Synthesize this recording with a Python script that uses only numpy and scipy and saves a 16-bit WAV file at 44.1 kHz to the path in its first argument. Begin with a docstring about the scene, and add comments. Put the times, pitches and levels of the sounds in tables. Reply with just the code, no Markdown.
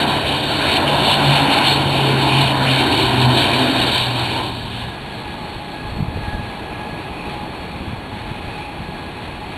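"""A twin turboprop draws away past an airfield fence, then fades out as a jet rolling far off fades in.
Its blade tones are fluttering sines of sinking pitch; its exhaust roar is banded noise with a ground echo.
The jet is steadier banded noise with fan tones and a whistle blurred into narrow bands of noise.
Wind adds lumpy low noise and short thumps at the microphone; a narrow digital channel carries it all."""
import sys
import numpy as np
from scipy import signal
from scipy.fft import rfft, irfft, next_fast_len
from scipy.io import wavfile
from scipy.ndimage import uniform_filter1d, minimum_filter1d

SR = 44100
rng = np.random.default_rng(int(sys.argv[2]) if len(sys.argv) > 2 else 0)


def output_pcm(signal):
    """Save a mono or channel-first signal as 16-bit PCM at the path in sys.argv[1].

    Samples are clipped to [-1, 1] before scaling.
    """
    pcm = np.clip(np.atleast_2d(signal).T, -1, 1) * 32767
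    wavfile.write(sys.argv[1], SR, np.round(pcm).astype(np.int16))


N = 422037
TIME = np.arange(N) / SR

# Wind gusts over the steady breeze: middle_s, length_s, level_db
GUSTS = [(4.5, 0.45, -36), (5.583, 0.15, -38.5), (5.98, 0.45, -27.5), (6.198, 0.22, -35), (6.38, .24, -31),
         (7.925, 0.2, -36), (8.195, 0.52, -38), (8.45, 0.11, -39), (8.933, 0.2, -45)]
# Single eddies striking the microphone: thump_s, peak_db, pitch_hz
BUFFETS = [(4.658, -16.5, 118), (5.564, -20, 83.4), (5.85, -23, 90), (5.925, -19, 95), (5.969, -18, 75),
           (5.988, -17, 170), (6.007, -10, 150), (6.027, -10.5, 132), (6.05, -20, 120), (6.085, -15, 106),
           (6.163, -20, 110), (6.172, -14.5, 396), (6.181, -19, 160), (6.195, -20, 80), (6.23, -24, 85),
           (6.284, -16, 87), (6.345, -17, 56), (6.397, -15.5, 127), (6.432, -24, 99), (6.932, -21, 150),
           (7.811, -21, 180), (7.879, -21, 155), (7.911, -20, 120), (7.936, -17, 120), (7.987, -24, 80),
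           (8.293, -28, 90), (8.316, -13.5, 150), (8.446, -23, 119), (8.482, -20, 100), (8.804, -21, 125),
           (8.89, -23, 130), (8.923, -27, 125)]
# Spectral density of the jet's roar, relative: frequency_hz, density_db
JET_SPECTRUM = [(30, -31), (70, -1), (170, 8), (515, -10), (836, -4.5), (1360, -15.5), (2450, -15.5),
                (4800, -22), (5200, -60)]
# Jet fan tones: time_s, fundamental_db, second_harmonic_db, third_harmonic_haze_db
FAN_LEVELS = [(4.9, -44, -41, -48), (5.3, -37, -44, -44), (5.6, -39, -52, -48), (5.8, -40, -38, -43),
              (6.05, -39.5, -49, -46), (6.3, -35.5, -36.5, -47), (6.6, -38, -44.5, -43),
              (6.95, -38, -40.5, -42.5), (7.2, -39, -50, -35), (7.4, -35.5, -48, -44),
              (7.62, -42, -46, -43), (7.8, -45, -50, -41), (8.1, -41, -46.5, -51), (8.6, -37, -48, -39),
              (8.9, -42, -43.5, -45.5), (9.5, -42, -48.5, -43.5)]
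# Jet whistle, which comes and goes: time_s, level_db
WHISTLE_LEVEL = [(4.9, -56), (5.2, -51), (5.3, -57), (5.45, -48), (5.7, -53), (6, -47), (6.1, -58),
                 (6.21, -48), (6.35, -55), (6.65, -52), (6.8, -60), (6.93, -50), (7.03, -58), (7.23, -48),
                 (7.33, -60), (7.48, -48), (7.7, -54), (7.9, -59), (8.17, -52), (8.35, -62), (8.62, -52),
                 (8.95, -56), (9.12, -50), (9.25, -57), (9.55, -55)]
# Blade rate as heard, sinking as the aircraft draws away: time_s, pitch_hz
BLADE_RATE = [(0, 143), (1.35, 140.5), (2.45, 133.5), (4.1, 122.5), (5.1, 113)]
# Propeller tones: time_s, blade_tone_db, second_harmonic_db (the second harmonic is played 1 dB lower)
BLADE_LEVELS = [(0, -32.5, -37), (.55, -29, -32), (.75, -31, -31), (1.3, -20.5, -32), (1.5, -31, -26),
                (1.75, -25, -42), (1.95, -21, -27.5), (2.45, -18.5, -35), (2.75, -21.5, -24.5),
                (2.92, -29, -32.5), (3.05, -25, -29), (3.3, -19.5, -24), (3.48, -27.5, -33),
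                (3.62, -20, -24), (3.75, -26.5, -23.5), (3.97, -27, -45), (4.15, -25.5, -30.5),
                (4.45, -33, -41), (4.75, -33, -41), (5.1, -38, -49)]
# Surfacings of the third blade harmonic: middle_s, length_s, level_db (played 1 dB lower)
THIRD_BLADE_SWELLS = [(2.196, 0.64, -28.5), (3.14, 0.65, -26.5)]
# Spectral density of the turboprop's roar, relative: frequency_hz, density_db
ROAR_SPECTRUM = [(30, -34), (85, -12.5), (170, -16), (320, 0), (500, -2.5), (1050, 0.5), (1180, -7),
                 (1400, -7.5), (1700, -8.5), (1930, -6.5), (2100, -14.5), (2550, -4), (2750, -8),
                 (3000, -9), (3900, -6.5), (4200, -2.5), (4420, -4.5), (4800, -3.5), (5200, -23)]
# Turboprop roar by band: time_s, deep_db, low_db, buzz_db, hollow_db, middle_db, upper_db
ROAR_LEVELS = [(0, -34, -29.5, -26, -29, -22.5, -27.5), (.4, -34, -38, -31.5, -27.5, -30, -33.5),
               (.65, -34, -35.5, -28, -27.5, -26.5, -28), (.9, -33, -32, -26.5, -25, -22.5, -29.5),
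               (1.15, -33, -31, -28, -26, -20, -28), (1.4, -32, -31, -28, -26.5, -20, -27),
               (1.65, -33, -34, -28, -30, -22, -28), (1.9, -31, -33, -24, -29.5, -24.5, -32),
               (2.15, -34, -29.5, -26, -27.5, -25, -31.5), (2.4, -29, -34, -24, -38, -22, -32.5),
               (2.65, -33, -31.5, -34, -24, -28.5, -27), (2.9, -32.5, -42, -21, -34, -22, -30),
               (3.15, -29, -30, -25.5, -36, -24.5, -29.5), (3.4, -31, -36, -24.5, -29.5, -23.5, -28.5),
               (3.65, -36, -34, -27, -29, -25, -28), (3.85, -30, -34, -28, -29, -27, -29),
               (4, -33, -40, -33.5, -33.5, -27, -32.5), (4.4, -34.5, -39, -30, -35, -28, -34),
               (4.6, -37, -43, -41, -49, -38, -47), (5.1, -49, -48, -48, -52, -39, -36)]
# Turboprop hiss, twinkling in turbulent air:
# time_s, lower_db, middle_db, upper_db (the upper band is played 3.5 dB lower)
HISS_LEVELS = [(0.0, -26, -35, -23), (0.03, -27, -31, -25), (0.06, -34, -36, -33), (0.07, -34, -29.5, -24),
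               (0.24, -33, -33, -32), (0.28, -30.5, -27.5, -28), (0.48, -38, -29.5, -27.5),
               (0.68, -25.5, -32, -24), (0.77, -26, -24, -20), (0.79, -30, -34, -27), (0.85, -37, -34, -31),
               (0.88, -30, -24, -32), (0.96, -36, -27.5, -25.5), (1.14, -29, -20.5, -22),
               (1.18, -32, -29, -26), (1.36, -28, -23, -24), (1.39, -27, -27, -31), (1.43, -32, -30, -24),
               (1.48, -30, -25, -35), (1.53, -25.5, -24.5, -20.5), (1.62, -24, -30, -29),
               (1.67, -22, -19, -17.5), (1.73, -28, -30, -20.5), (1.87, -35, -27.5, -33.5),
               (1.89, -32, -34, -27.5), (2.03, -30, -25, -28), (2.23, -31.5, -30.5, -28),
               (2.37, -23, -28, -26.5), (2.41, -27, -24, -20), (2.43, -25, -29, -26), (2.48, -30, -22, -27),
               (2.53, -35, -31.5, -32), (2.64, -36, -32, -23), (2.68, -24, -28, -29), (2.7, -29, -23, -28),
               (2.81, -25, -28, -21.5), (2.84, -34, -25, -26), (2.88, -29, -34, -26),
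               (2.94, -28, -27, -21.5), (3.17, -33, -31, -29.5), (3.21, -30, -33, -20),
               (3.22, -31, -23, -21), (3.27, -34, -32, -28), (3.41, -28, -22, -20), (3.49, -29, -30, -27.5),
               (3.54, -26, -29, -20), (3.58, -34, -26, -26), (3.69, -29, -30, -24.5),
               (3.74, -33, -35, -25.5), (3.81, -29, -27, -24.5), (3.93, -33, -28, -23.5),
               (3.95, -31, -26, -20.5), (4.1, -35.5, -31, -28), (4.35, -33, -33, -29),
               (4.67, -52, -42, -41), (4.76, -43, -37.5, -37), (4.94, -48, -44, -36.5),
               (4.96, -50, -56, -58), (5.01, -47, -41, -37), (5.1, -50, -48, -54)]

# Wind
BREEZE_DB, LUMPY_DB = -35.5, 1.5

# Jet
JET_FADE_S = (3.64, 5.2)  # start and end of the fade-in, shared by the wind's rumble
JET_LOW_DB, JET_MID_DB, JET_HISS_DB = -35, -33, -38.5  # at the end of the fade-in
JET_TOP_DB = -4.5  # relative to the hiss below it
JET_SINK_DB_PER_S = 0.18  # as it rolls away
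DIP_S, DIP_LENGTH_S, DIP_DB = 6.06, .2, -3.5  # the hiss dips briefly
ABEAM_S, ABEAM_LENGTH_S, ABEAM_DB = 7.1, 2.4, 1.9  # the jet rolls level with the fence
TOP_SWELL_S, TOP_SWELL_LENGTH_S, TOP_SWELL_DB = 5.48, 1.5, 3  # brighter early on
FAN_HZ, SECOND_HZ, THIRD_HZ, WHISTLE_HZ = 838, 1669, 2525, 4340
THIRD_CORE_DB, FOURTH_DB = -50.5, -51.5
HAZE_RATE = 422  # random steps per s that blur the third harmonic's haze
# steady part of each line beside its random part of spread 1
FAN_CLEAR, SECOND_CLEAR, THIRD_CLEAR, WHISTLE_CLEAR = 1.7, 1.7, 1.2, 3.5

# Turboprop
HUM_HZ, HUM_SAG_HZ_PER_S = 688, 30  # a short hum in the roar
HUM_S, HUM_LENGTH_S, HUM_DB = 3.05, .85, -28  # start, length, level
GROUND_SHARE = .38
GROUND_LAG_S, GROUND_TURN_RAD = 0.001385, 1  # bounce off the soil: mean delay, phase

# Channel
BAND_HZ, CHANNEL_RATE_HZ, TOP_HZ = 4500, 32000, 12790
CEILING, LIMIT_S = .7, .004


def undb(db):
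    """Level is logarithmic: 20 dB is a factor of ten in amplitude."""
    return 10 ** (np.asarray(db) / 20)


def unit(x):
    """Normalisation to a root-mean-square amplitude of 1."""
    return x / np.sqrt(np.mean(x ** 2))


def columns(table):
    """Linear interpolation of each curve against time, one value per sample."""
    s, *rest = np.transpose(table)
    return [np.interp(TIME, s, c) for c in rest]


def swell(middle_s, length_s):
    """Raised-cosine envelope: a smooth rise from 0 to 1 and back."""
    return np.cos(np.pi * np.clip((TIME - middle_s) / length_s, -.5, .5)) ** 2


def walk(rate):
    """Slow random modulation: levels held 1 / rate s and smoothed twice, of spread 1."""
    hold = int(SR / rate)
    steps = np.repeat(rng.standard_normal(N // hold + 1), hold)
    smooth = uniform_filter1d(uniform_filter1d(steps, hold), hold)
    return unit(smooth[:N])


def bands(spectrum, edges_hz):
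    """Spectral shaping of white noise, split at soft edges into neighbouring bands of rms 1."""
    size = next_fast_len(N)
    f = np.maximum(np.arange(size // 2 + 1) * SR / size, 1)
    hz, db = np.transpose(spectrum)
    noise = rfft(rng.standard_normal(size)) * undb(np.interp(np.log(f), np.log(hz), db))
    # each band is the difference of two neighbouring high-pass curves
    above = [1] + [1 / (1 + (e / f) ** 12) for e in edges_hz] + [0]
    return [unit(irfft(noise * (a - b), size)[:N]) for a, b in zip(above, above[1:])]


def tone(hz, db, flutter_db, flutter_rate, waver):
    """Turbulent propagation: a sine flutters in level and wavers in pitch by a given fraction."""
    phase = 2 * np.pi * np.cumsum(hz * (1 + waver * walk(flutter_rate))) / SR
    level = undb(db + flutter_db * walk(flutter_rate))
    return np.sqrt(2) * level * np.sin(phase)


def breathy(hz, blur_rate, clear=0):
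    """Random modulation by turbulent air: a line blurs into narrow noise around a clear, wavering share."""
    phase = 2 * np.pi * hz * TIME + np.cumsum(walk(blur_rate)) * blur_rate / SR
    in_phase = (clear + walk(blur_rate)) * np.sin(phase)
    quadrature = walk(blur_rate) * np.cos(phase)
    return unit(in_phase + quadrature)


def wind_rumble():
    """Turbulent pressure fluctuation: lumpy low noise follows the strength of the gusts."""
    strength = undb(BREEZE_DB) + sum(undb(db) * swell(s, length) for s, length, db in GUSTS)
    rumble, = bands([(15, -17), (40, -0.5), (80, 3.5), (150, -7.5), (250, -5.5), (600, -34.0)], ())
    return rumble * strength * undb(LUMPY_DB * walk(26)) * np.interp(TIME, JET_FADE_S, (0, 1))


def wind_buffets():
    """Impulsive pressure: each eddy bursting on the grille gives a short damped oscillation."""
    out = np.zeros(N)
    for s, db, hz in BUFFETS:
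        cycles = np.arange(int(3 * SR / hz)) * hz / SR
        start = int((s - .45 / hz) * SR)
        # a quick push and a slower, ringing release
        decay = np.exp(-2.4 * cycles) * (1 - cycles / 3)
        thump = cycles * decay * np.sin(2 * np.pi * cycles)
        out[start:start + len(cycles)] += undb(db) * thump / thump.max()
    return out


def jet_roar():
    """Broadband jet noise: four bands of noise, sinking in level as the jet rolls away."""
    low, mid, hiss, top = bands(JET_SPECTRUM, (300, 1300, 3300))
    mid_db = JET_MID_DB + ABEAM_DB * swell(ABEAM_S, ABEAM_LENGTH_S)
    hiss_db = JET_HISS_DB + DIP_DB * swell(DIP_S, DIP_LENGTH_S) + 0.88 * walk(14)
    # the top follows the hiss and twinkles more
    top_db = hiss_db + JET_TOP_DB + TOP_SWELL_DB * swell(TOP_SWELL_S, TOP_SWELL_LENGTH_S) + .9 * walk(14)
    roar = low * undb(JET_LOW_DB) + mid * undb(mid_db) + hiss * undb(hiss_db) + top * undb(top_db)
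    return roar * undb(-JET_SINK_DB_PER_S * (TIME - JET_FADE_S[1]))


def jet_fans():
    """Fan harmonics: periodic tones blurred by turbulent air, the third with a broad haze."""
    first_db, second_db, haze_db = columns(FAN_LEVELS)
    first = breathy(FAN_HZ, 45, FAN_CLEAR) * undb(first_db)
    second = breathy(SECOND_HZ, 95, SECOND_CLEAR) * undb(second_db)
    haze = breathy(THIRD_HZ - 50, HAZE_RATE) * undb(haze_db)
    third = breathy(THIRD_HZ, 90, THIRD_CLEAR) * undb(THIRD_CORE_DB + 2.0 * walk(3))
    fourth = breathy(4 * FAN_HZ, 130, THIRD_CLEAR) * undb(FOURTH_DB)
    return first + second + haze + third + fourth


def jet_whistle():
    """Narrow-band tone: a thin, mostly clear line whose level comes and goes."""
    return breathy(WHISTLE_HZ, 8.4, WHISTLE_CLEAR) * undb(columns(WHISTLE_LEVEL)[0])


def jet():
    """Superposition of roar, fan tones and whistle, faded in together."""
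    return np.interp(TIME, JET_FADE_S, (0, 1)) * (jet_roar() + jet_fans() + jet_whistle())


def ground_bounce(roar):
    """Reflection from the soil: a delayed, phase-turned copy interferes with the direct sound."""
    turned = signal.hilbert(roar, next_fast_len(N))[:N] * np.exp(1j * GROUND_TURN_RAD)
    lag_s = GROUND_LAG_S * (1 + 0.012 * walk(1.27))
    return GROUND_SHARE * np.interp(TIME - lag_s, TIME, np.real(turned))


def exhaust_roar():
    """Scattering by eddies: bands of exhaust noise flicker independently about their levels."""
    layers = bands(ROAR_SPECTRUM, (150, 235, 430, 620, 1180, 2050, 2750, 3400, 4050))
    *hiss_db, upper_db = columns(HISS_LEVELS)
    # the very top follows the upper band loosely
    top_db = uniform_filter1d(upper_db, size=SR // 8) - 9.0
    levels = columns(ROAR_LEVELS) + hiss_db + [upper_db - 3.5, top_db]
    # flicker_db, flicker_rate_per_s, from the deepest band to the highest
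    scatter = [(1.3, 12), (0.53, 12), (1.2, 20), (0.6, 17), (1.4, 20),
               (0.76, 17), (1.1, 45), (1.3, 55), (1.6, 70), (2.4, 18)]
    return sum(x * undb(db + depth_db * walk(rate))
               for x, db, (depth_db, rate) in zip(layers, levels, scatter))


def roar_hum():
    """Tonal component: a short hum of slowly sagging pitch sounds within the roar."""
    hz = HUM_HZ - HUM_SAG_HZ_PER_S * (TIME - HUM_S)
    # the small power flattens the swell into quick edges and a level middle
    envelope = swell(HUM_S + HUM_LENGTH_S / 2, HUM_LENGTH_S) ** 0.23
    return tone(hz, HUM_DB, 2.2, 25, .009) * envelope


def propeller_blades():
    """Blade-passing harmonics: fluttering sines at one, two and three times a sinking blade rate."""
    hz, = columns(BLADE_RATE)
    first_db, second_db = columns(BLADE_LEVELS)
    first = tone(hz, first_db, 2.2, 22, .012)
    second = tone(2 * hz, second_db - 1, 3, 45, 0.04)
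    third_swell = sum(undb(db) * swell(s, length) for s, length, db in THIRD_BLADE_SWELLS)
    return first + second + third_swell * tone(3 * hz, -1, 3, 45, 0.03)


def turboprop():
    """Superposition of blade tones, hum and roar with its ground reflection, faded out at the end."""
    roar = exhaust_roar()
    end_s = ROAR_LEVELS[-1][0]
    fade_out = np.interp(TIME, (end_s - .3, end_s), (1, 0))
    return fade_out * (propeller_blades() + roar_hum() + roar + ground_bounce(roar))


def scene():
    """Linear superposition of wind, jet and turboprop in one channel."""
    return (wind_rumble() + wind_buffets() + jet() + turboprop())[None]


def record(dry):
    """Band limiting, peak limiting and sample-and-hold, whose uneven repeats leave faint mirror images."""
    narrow = signal.sosfilt(signal.cheby1(16, .5, BAND_HZ, fs=SR, output="sos"), dry)
    span = int(LIMIT_S * SR)
    gain = minimum_filter1d(CEILING / np.maximum(np.abs(narrow), CEILING), size=span)
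    limited = narrow * uniform_filter1d(gain, size=span)
    slow = signal.resample_poly(limited, 320, 441, axis=1)  # down to the channel's rate
    held = slow[:, np.arange(N) * CHANNEL_RATE_HZ // SR]
    return signal.sosfilt(signal.ellip(16, .2, 60, TOP_HZ, fs=SR, output="sos"), held)


dry = scene()
out = record(dry)
output_pcm(out)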